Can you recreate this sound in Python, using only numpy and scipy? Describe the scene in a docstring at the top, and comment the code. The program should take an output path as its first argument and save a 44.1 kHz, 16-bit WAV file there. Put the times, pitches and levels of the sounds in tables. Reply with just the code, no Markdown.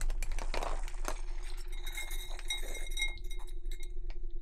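"""A stiff packet of dry flakes crackles and snaps as it is handled close by, then tipped over a glass bowl.
Its many small cracks excite the packet's hollow; flakes slide out in clumps and clatter on a heap.
Some strike the glass, which rings in a few normal modes until other flakes damp it.
Behind them a machine gives a deep throb and a wavering whine, over faint air noise."""
import sys
import numpy as np
from scipy import signal
from scipy.fft import rfft, irfft, next_fast_len
from scipy.io import wavfile
from scipy.ndimage import uniform_filter1d

SR = 44100
rng = np.random.default_rng(int(sys.argv[2]) if len(sys.argv) > 2 else 0)


def pcm_store(signal):
    """Save signal as 16-bit PCM."""
    levels = np.round(np.clip(np.atleast_2d(signal), -1, 1) * 32767)
    wavfile.write(sys.argv[1], SR, levels.astype(np.int16).T)


N = 194613

# Spectra of a crack's hollow body, midrange and crisp treble: (frequency [Hz], gain [dB])
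BODY_SPECTRUM = [(120, -21), (270, -9.5), (540, -2.5), (970, -5), (1300, -18.5), (3400, -63.5)]
MIDDLE_SPECTRUM = [(900, -31.5), (1300, -3), (2400, 0.5), (3300, -9), (4400, -6), (9000, -32.5),
                   (13000, -67.5)]
TREBLE_SPECTRUM = [(3500, -46), (5000, -4.5), (8400, 3.5), (10300, -0.5), (14000, -11.5), (14600, -23)]


def amp(db):
    return 10 ** (np.asarray(db) / 20)


def unit_rms(x):
    return x / np.sqrt(np.mean(x ** 2) + 1e-20)


def add(mix, start_s, sound):
    part = mix[round(start_s * SR):][:len(sound)]
    part += sound[:len(part)]


def blend(a, b, share):
    return (1 - share) * a + share * b


def curves(rows):
    times, *columns = np.transpose(rows)
    return [np.interp(np.arange(N) / SR, times, column) for column in columns]


def coloured(x, points):
    """Minimum-phase filtering: the gain follows (frequency [Hz], gain [dB]) points on a log axis."""
    hz, db = np.transpose(points)
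    size = next_fast_len(len(x) + 4096) // 2 * 2
    bin_hz = np.abs(np.fft.fftfreq(size, 1 / SR))
    log_gain = np.interp(np.log(bin_hz + 1), np.log(hz + 1), db) * np.log(10) / 20
    gain = np.exp(np.conj(signal.hilbert(log_gain)))[:size // 2 + 1]
    return irfft(rfft(x, size) * gain, size)[:len(x)]


def resonate(x, hz, width_hz):
    """Resonance: two band-pass stages in cascade, each width_hz wide, whose centre may move."""
    carrier = np.exp(2j * np.pi * np.cumsum(hz * np.ones(len(x))) / SR)
    pole = np.exp(-np.pi * width_hz / SR)
    for _ in range(2):
        x = 2 * (carrier * signal.lfilter([1 - pole], [1, -pole], x / carrier)).real
    return x


def drift(hz):
    """Low-pass noise: a wander of unit rms that changes about hz times a second."""
    spectrum = rfft(rng.standard_normal(N))
    bin_hz = np.arange(len(spectrum)) * SR / N
    return unit_rms(irfft(spectrum * np.exp(-(bin_hz / hz) ** 2), N))


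def levelled(x):
    """Division by the running rms holds the level steady, so that an envelope can set it."""
    return x / np.sqrt(uniform_filter1d(x ** 2, SR // 12) + 1e-12 * np.mean(x ** 2))


def patchy(x, depth_db, bins, frames):
    """Random drifting ridges in the short-time spectrum make the rustle streaky and uneven in colour."""
    spectra = signal.stft(x, nperseg=512, noverlap=384)[2]
    ridges = uniform_filter1d(rng.standard_normal(spectra.shape), bins, axis=0)
    ridges = unit_rms(uniform_filter1d(ridges, frames, axis=1))
    return signal.istft(spectra * amp(depth_db * ridges), nperseg=512, noverlap=384)[1][:len(x)]


def bursts(rows, steady_gain, steady_hz, rise_s, t60_s):
    """Summed envelopes that rise, hold and decay, and the power-weighted pitch of bursts and bed."""
    start, length, db, hz = np.transpose(rows)[:, :, None]
    t = np.arange(N) / SR - start
    gains = np.clip(t / rise_s, 0, 1) * amp(db - 60 * np.maximum(t - length, 0) / t60_s)
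    power = steady_gain ** 2 + (gains ** 2).sum(0)
    centre_hz = (steady_gain ** 2 * steady_hz + (hz * gains ** 2).sum(0)) / power
    return gains.sum(0), centre_hz


def impulses(per_s, spread_db):
    """A Poisson process: independent clicks of very unequal size."""
    sizes = amp(spread_db * np.minimum(rng.exponential(1, N), 5))
    return sizes * (rng.random(N) < per_s / SR)


def crackle(per_s, spread_db, tail_s):
    """Incoherent addition: each click leaves a decaying scatter of noise, and their powers sum."""
    fade = np.exp(-np.arange(3000) / SR / tail_s)
    power = signal.oaconvolve(impulses(per_s, spread_db) ** 2, fade ** 2)[:N]
    return np.sqrt(np.abs(power)) * rng.standard_normal(N)


def flakes(per_s, spread_db, cycles, count=30):
    """Damped free vibration: each brittle flake rings for a few cycles at a pitch of its own."""
    hits = impulses(per_s, spread_db)
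    kind, t = rng.integers(0, count, N), np.arange(800) / SR
    pitches = np.exp(rng.uniform(np.log(5000), np.log(15500), count))
    rings = [np.exp(-t * hz / cycles) * np.sin(2 * np.pi * hz * t) for hz in pitches]
    return sum(signal.oaconvolve(hits * (kind == k), ring)[:N] for k, ring in enumerate(rings))


def hollow(cracks, hz, pouring):
    """Cavity resonance: cracks excite a broad peak in the packet and a narrower one in the bowl."""
    drive = 0.5 * cracks + unit_rms(crackle(per_s=210, spread_db=3, tail_s=0.0031))
    in_bowl = resonate(drive, hz, width_hz=350)
    in_packet = resonate(drive, hz, width_hz=600) + 0.22 * coloured(drive, BODY_SPECTRUM)
    return levelled(blend(unit_rms(in_packet), unit_rms(in_bowl), pouring))


def clatter(cracks, pouring):
    """Source and filter: midrange cracks take the colour of the packet, then that of the heap."""
    # Response of the heap: (frequency [Hz], gain [dB])
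    heap_spectrum = [(1100, -18), (1850, -0.5), (2450, -7.5), (2800, -23), (3300, -29.5), (3750, 4),
                     (4200, -11.5), (4900, -38), (6500, -6.5), (9500, -49)]
    drive = cracks + 5.4 * unit_rms(crackle(per_s=120, spread_db=4.5, tail_s=0.022))
    middle = blend(coloured(drive, MIDDLE_SPECTRUM), coloured(drive, heap_spectrum), pouring ** 5)
    return levelled(patchy(middle, depth_db=3.5, bins=4, frames=40))


def crispness(cracks, hz, gain, pouring):
    """Spectral shaping: the treble is dull during handling and brighter during the pour."""
    ringing = unit_rms(flakes(per_s=2300, spread_db=4, cycles=1.5))
    treble = coloured(cracks + 0.82 * ringing, TREBLE_SPECTRUM)
    dull = coloured(treble, [(5000, 8), (9700, 6.5), (12500, -47.5)])
    streaky = patchy(dull, depth_db=12.4, bins=4, frames=85)
    dull = np.where(pouring > 0, unit_rms(streaky), unit_rms(dull))
    bright = coloured(treble, [(9000, -5), (13500, 10)])
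    crowding = 0.1 + np.minimum(gain / amp(-49), 1)  # many flakes at once fill the whole treble
    falling = resonate(bright, hz, width_hz=1900) + crowding * bright
    falling = patchy(falling, depth_db=6.6, bins=4, frames=30)
    return gain * levelled(blend(unit_rms(dull), unit_rms(falling), pouring ** 2))


def rustle():
    """Dense random cracks drive three bands; returns their sum and the treble patter alone."""
    # Steady crumpling and sliding: (time [s], midrange level [dB], treble level [dB])
    bed_levels = [(0.0, -63.5, -65.5), (0.18, -75, -79.5), (0.3, -63.5, -67), (0.55, -61.5, -59),
                  (0.82, -60, -60), (1.2, -63.5, -68.5), (1.5, -58.5, -69.5), (1.68, -65.5, -104),
                  (1.85, -53.5, -70), (2.1, -56, -58.5), (2.8, -63.5, -68.5), (3.0, -91, -81),
                  (3.5, -78.5, -87.5), (4.41, -84.5, -100)]
    middle_gain, treble_gain = amp(curves(bed_levels))
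    pouring = np.interp(np.arange(N) / SR, [1.15, 1.8], [0, 1])  # 0 handled, 1 streaming into the bowl
    hollow_gain = middle_gain * amp(blend(2, -7, pouring))
    knock_gain, hollow_hz = knocks(hollow_gain)
    clump_gain, treble_hz = clumps(treble_gain)
    crumpling = unit_rms(crackle(per_s=730, spread_db=6.5, tail_s=0.0019))
    stream = unit_rms(crackle(per_s=6400, spread_db=1.5, tail_s=0.0024))
    cracks = blend(crumpling, stream, pouring)
    body = hollow(cracks, hollow_hz, pouring) * (hollow_gain + knock_gain)
    middle = clatter(cracks, pouring) * (middle_gain + amp(-5) * clump_gain + amp(-16.5) * knock_gain)
    patter = crispness(cracks, treble_hz, treble_gain + clump_gain, pouring)
    return body + middle + patter, patter


def machine():
    """Modulation: over a rumble, a whine pulses with a deep throb and wavers with a slower sway."""
    # Parts of the machine's sound: (time [s], sway [dB], throb [dB], rumble [dB], whine [dB])
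    part_levels = [(0.0, -34, -31.5, -43.5, -65.5), (1.72, -40.5, -37.5, -74, -61),
                   (4.41, -33.5, -39, -67.5, -60.5)]
    # Harmonics of the whine: (harmonic number, level [dB re first])
    harmonics = [(1, 0.5), (2, -20)]
    throb_hz, whine_hz = 25.15, 349
    sway_gain, throb_gain, rumble_gain, whine_gain = amp(curves(part_levels))
    sway_band = signal.butter(2, [9.48, 18], "band", fs=SR, output="sos")
    sway = levelled(signal.sosfilt(sway_band, rng.standard_normal(N)))
    throb = np.sqrt(2) * np.sin(2 * np.pi * np.cumsum(throb_hz + 0.38 * drift(3.5)) / SR)
    rumble_spectrum = [(20, -23.5), (38, 12.5), (70, -2), (125, -6), (500, -67)]
    rumble = unit_rms(coloured(rng.standard_normal(N), rumble_spectrum))
    turns = np.cumsum(whine_hz + 4 * drift(4.7) + 5 * sway) / SR
    whine = sum(amp(db) * np.sin(2 * np.pi * k * turns) for k, db in harmonics)
    whine *= 1 + 0.5 * throb + 0.7 * sway
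    return sway * sway_gain + throb * throb_gain + rumble * rumble_gain + whine * whine_gain


def room_air():
    """Stationary broadband noise, strongest in the bass."""
    # Air noise of the room: (frequency [Hz], gain [dB])
    air_spectrum = [(40, 7.5), (110, -17), (270, -47.5), (900, -39.5), (3000, -43), (13000, -94)]
    return amp(-72) * unit_rms(coloured(rng.standard_normal(N), air_spectrum))


def snaps():
    """Transient decay: a crack, a scatter and a tail from nearby surfaces; the treble dies first."""
    # Snaps of the packet and heavy flakes:
    # (time [s], midrange peak [dB], body [dB re midrange], treble [dB re midrange])
    snap_events = [(0.0124, -32, -10.5, 4), (0.1022, -37.5, 0.5, -5), (0.2256, -31, -9, 2),
                   (0.3164, -36, -7, -11), (0.386, -30.5, -6, -4), (0.417, -31.5, 4.5, -19),
                   (0.54, -23.5, -8, -23), (0.5732, -28, 2, -12), (0.616, -41, 11.5, 0),
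                   (0.628, -30.5, 6.5, -4), (0.88, -31.5, -42, -5.5), (1.0483, -40.5, 5, -13),
                   (1.0821, -26, 3.5, -0.5), (1.1038, -35.5, 3, -8), (2.391, -30, -16.5, -21),
                   (4.1027, -37.5, -6.5, -47.5)]
    out, t = np.zeros(N), np.arange(6000) / SR
    for start, db, body_db, treble_db in snap_events:
        resonances = zip(np.geomspace(1000, 16000, num=40), 5 * rng.standard_normal(40))
        noise = coloured(rng.standard_normal(len(t)), list(resonances))
        bands = (BODY_SPECTRUM, body_db, 0.6), (MIDDLE_SPECTRUM, 0, 1), (TREBLE_SPECTRUM, treble_db, 1.1)
        for spectrum, band_db, decay_speed in bands:
            fall = -60 * t * decay_speed
            envelope = amp(12 + fall / 0.0032) + amp(fall / 0.027) + amp(-5 + fall / 0.13)
            part = coloured(noise * envelope, spectrum)
            add(out, start, amp(db + band_db) * part / np.abs(part).max())
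    return out


def knocks(steady_gain):
    """Impact excitation: gain and pitch of the hollow as flakes knock inside packet and bowl."""
    # Knocks: (time [s], duration [s], level [dB], pitch [Hz])
    knock_events = [(0.085, 0.019, -55.5, 520), (0.537, 0.027, -43.5, 623), (0.655, 0.032, -39, 780),
                    (0.715, 0.038, -49, 567), (1.038, 0.061, -58, 715), (2.017, 0.04, -59, 610),
                    (2.299, 0.03, -51.5, 693), (2.51, 0.05, -59, 816), (2.621, 0.09, -52.5, 437),
                    (2.707, 0.087, -56, 436), (2.814, 0.007, -54, 493), (3.074, 0.012, -53, 780),
                    (3.386, 0.018, -52.5, 870)]
    return bursts(knock_events, steady_gain, steady_hz=820, rise_s=0.0097, t60_s=0.19)


def clumps(steady_gain):
    """Overlapping impacts merge into bursts: gain and pitch of the treble as clumps slide and land."""
    # Clumps of flakes: (time [s], duration [s], treble level [dB], brightest frequency [Hz])
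    clump_events = [(1.046, 0.15, -60, 8000), (1.425, 0.093, -62, 7750), (1.572, 0.042, -55.5, 7500),
                    (1.678, 0.0058, -64.5, 13700), (1.723, 0.017, -59, 9000), (1.864, 0.015, -54, 8500),
                    (1.92, 0.016, -60.5, 12900), (1.947, 0.083, -50, 8540), (2.106, 0.041, -50.5, 8500),
                    (2.178, 0.06, -57, 9000), (2.48, 0.081, -57, 8500), (2.571, 0.11, -57, 8940),
                    (2.681, 0.17, -57, 8300), (2.904, 0.038, -57.5, 11400), (2.964, 0.063, -57.5, 9900),
                    (3.078, 0.0038, -57.5, 8800), (3.239, 0.028, -62.5, 6000), (3.299, 0.029, -60.5, 9700),
                    (3.391, 0.045, -66, 9140), (3.473, 0.021, -56.5, 9900), (3.653, 0.0051, -70, 9200),
                    (3.711, 0.036, -59, 7840), (3.828, 0.0026, -52.5, 8600), (3.901, 0.0028, -71.5, 7700)]
    return bursts(clump_events, steady_gain, steady_hz=8500, rise_s=0.003, t60_s=0.082)


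def ticks():
    """Damped resonance: a flake lands on the heap, and its click and scatter drive one broad peak."""
    # Single landings: (time [s], peak level [dB], pitch [Hz])
    landings = [(1.463, -45, 2300), (1.5, -39, 4000), (2.31, -40, 3830), (2.827, -47, 1830),
                (3.175, -38.5, 3960), (3.487, -49, 3860), (3.715, -42, 3950), (3.832, -46, 3840),
                (4.3045, -57.5, 3640)]
    out, t = np.zeros(N), np.arange(6000) / SR
    envelope = amp(14 - 60 * t / 0.013) + amp(-60 * t / 0.16)
    for start, db, hz in landings:
        tick = resonate(rng.standard_normal(len(t)) * envelope, hz, width_hz=hz / 6.2)
        add(out, start, amp(db) * tick / np.abs(tick).max())
    return out


def glass_bowl(patter):
    """Normal modes: strikes ring the glass until flakes damp it; patter keeps it faintly ringing."""
    # Flakes striking the glass: (time [s], level of the low modes [dB], third mode [dB re low],
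    # higher modes [dB re low], delay before damping [s])
    strikes = [(1.7244, -48, -2, -2, 0.16), (1.866, -65, 19, 20, 0.11), (1.9716, -32, -9.5, -33.5, 0.3),
               (2.2044, -67.5, 28, 6, 0.18), (2.5023, -31.5, 2.5, 4.5, 0.097),
               (2.6773, -46.5, -9, -3, 0.12), (2.7467, -40, -5.5, 4, 0.27),
               (2.8644, -44.5, 3.5, 1.5, 0.0094), (2.9133, -51.5, 2, 11, 0.073),
               (2.9687, -42.5, 8.5, 10.5, 0.029), (2.9931, -32, -6, -23, 0.14),
               (3.0151, -27, -3, -1, 0.049), (3.081, -34, -10.5, -21, 0.082), (3.3074, -49.5, 5, 7, 0.078),
               (3.716, -51, 1, -2, 0.037), (3.7973, -47, -5.5, -40, 0.061)]
    # Bowl modes: (frequency [Hz], level in group [dB], T60 [s], group: 0 low, 1 third, 2 higher)
    modes = [(845, -21, 0.33, 0), (2134, -3.5, 0.4, 0), (3805, 0, 0.28, 1), (5845, -6.5, 0.098, 2),
             (8155, -7, 0.1, 2), (11280, -10.5, 0.046, 2)]
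    out, t = np.zeros(N), np.arange(SR // 2) / SR
    attack = np.minimum(t / 0.0022, 1)
    for start, db, third_db, higher_db, free_s in strikes:
        damping_db = np.clip(60 * (t - free_s) / 0.07, 0, 15)
        for hz, mode_db, t60, group in modes:
            level_db = db + mode_db + (0, third_db, higher_db)[round(group)] - 60 * t / t60 - damping_db
            add(out, start, amp(level_db) * np.sin(2 * np.pi * hz * t) * attack)
    on_glass = np.arange(N) / SR > 1.75
    taps = patter * on_glass * rng.standard_normal(N)
    for hz, mode_db, t60, group in modes:
        level_db = mode_db - (28, 27, 33)[round(group)] - 60 * t / (0.54 * t60)
        out += signal.oaconvolve(taps, amp(level_db) * np.sin(2 * np.pi * hz * t))[:N]
    return out


def scene():
    """Superposition: packet, flakes, bowl, machine and air add in one channel."""
    rustling, patter = rustle()
    air = room_air()
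    return (rustling + snaps() + ticks() + glass_bowl(patter) + machine() + air)[None]


def record(dry):
    """Band limiting: a steep linear-phase low-pass removes the highest treble."""
    cutoff_hz = 15750
    low_pass = signal.firwin(511, cutoff_hz, window=("kaiser", 9), fs=SR)
    return signal.oaconvolve(dry, low_pass[None], "same")


dry = scene()
out = record(dry)
pcm_store(out)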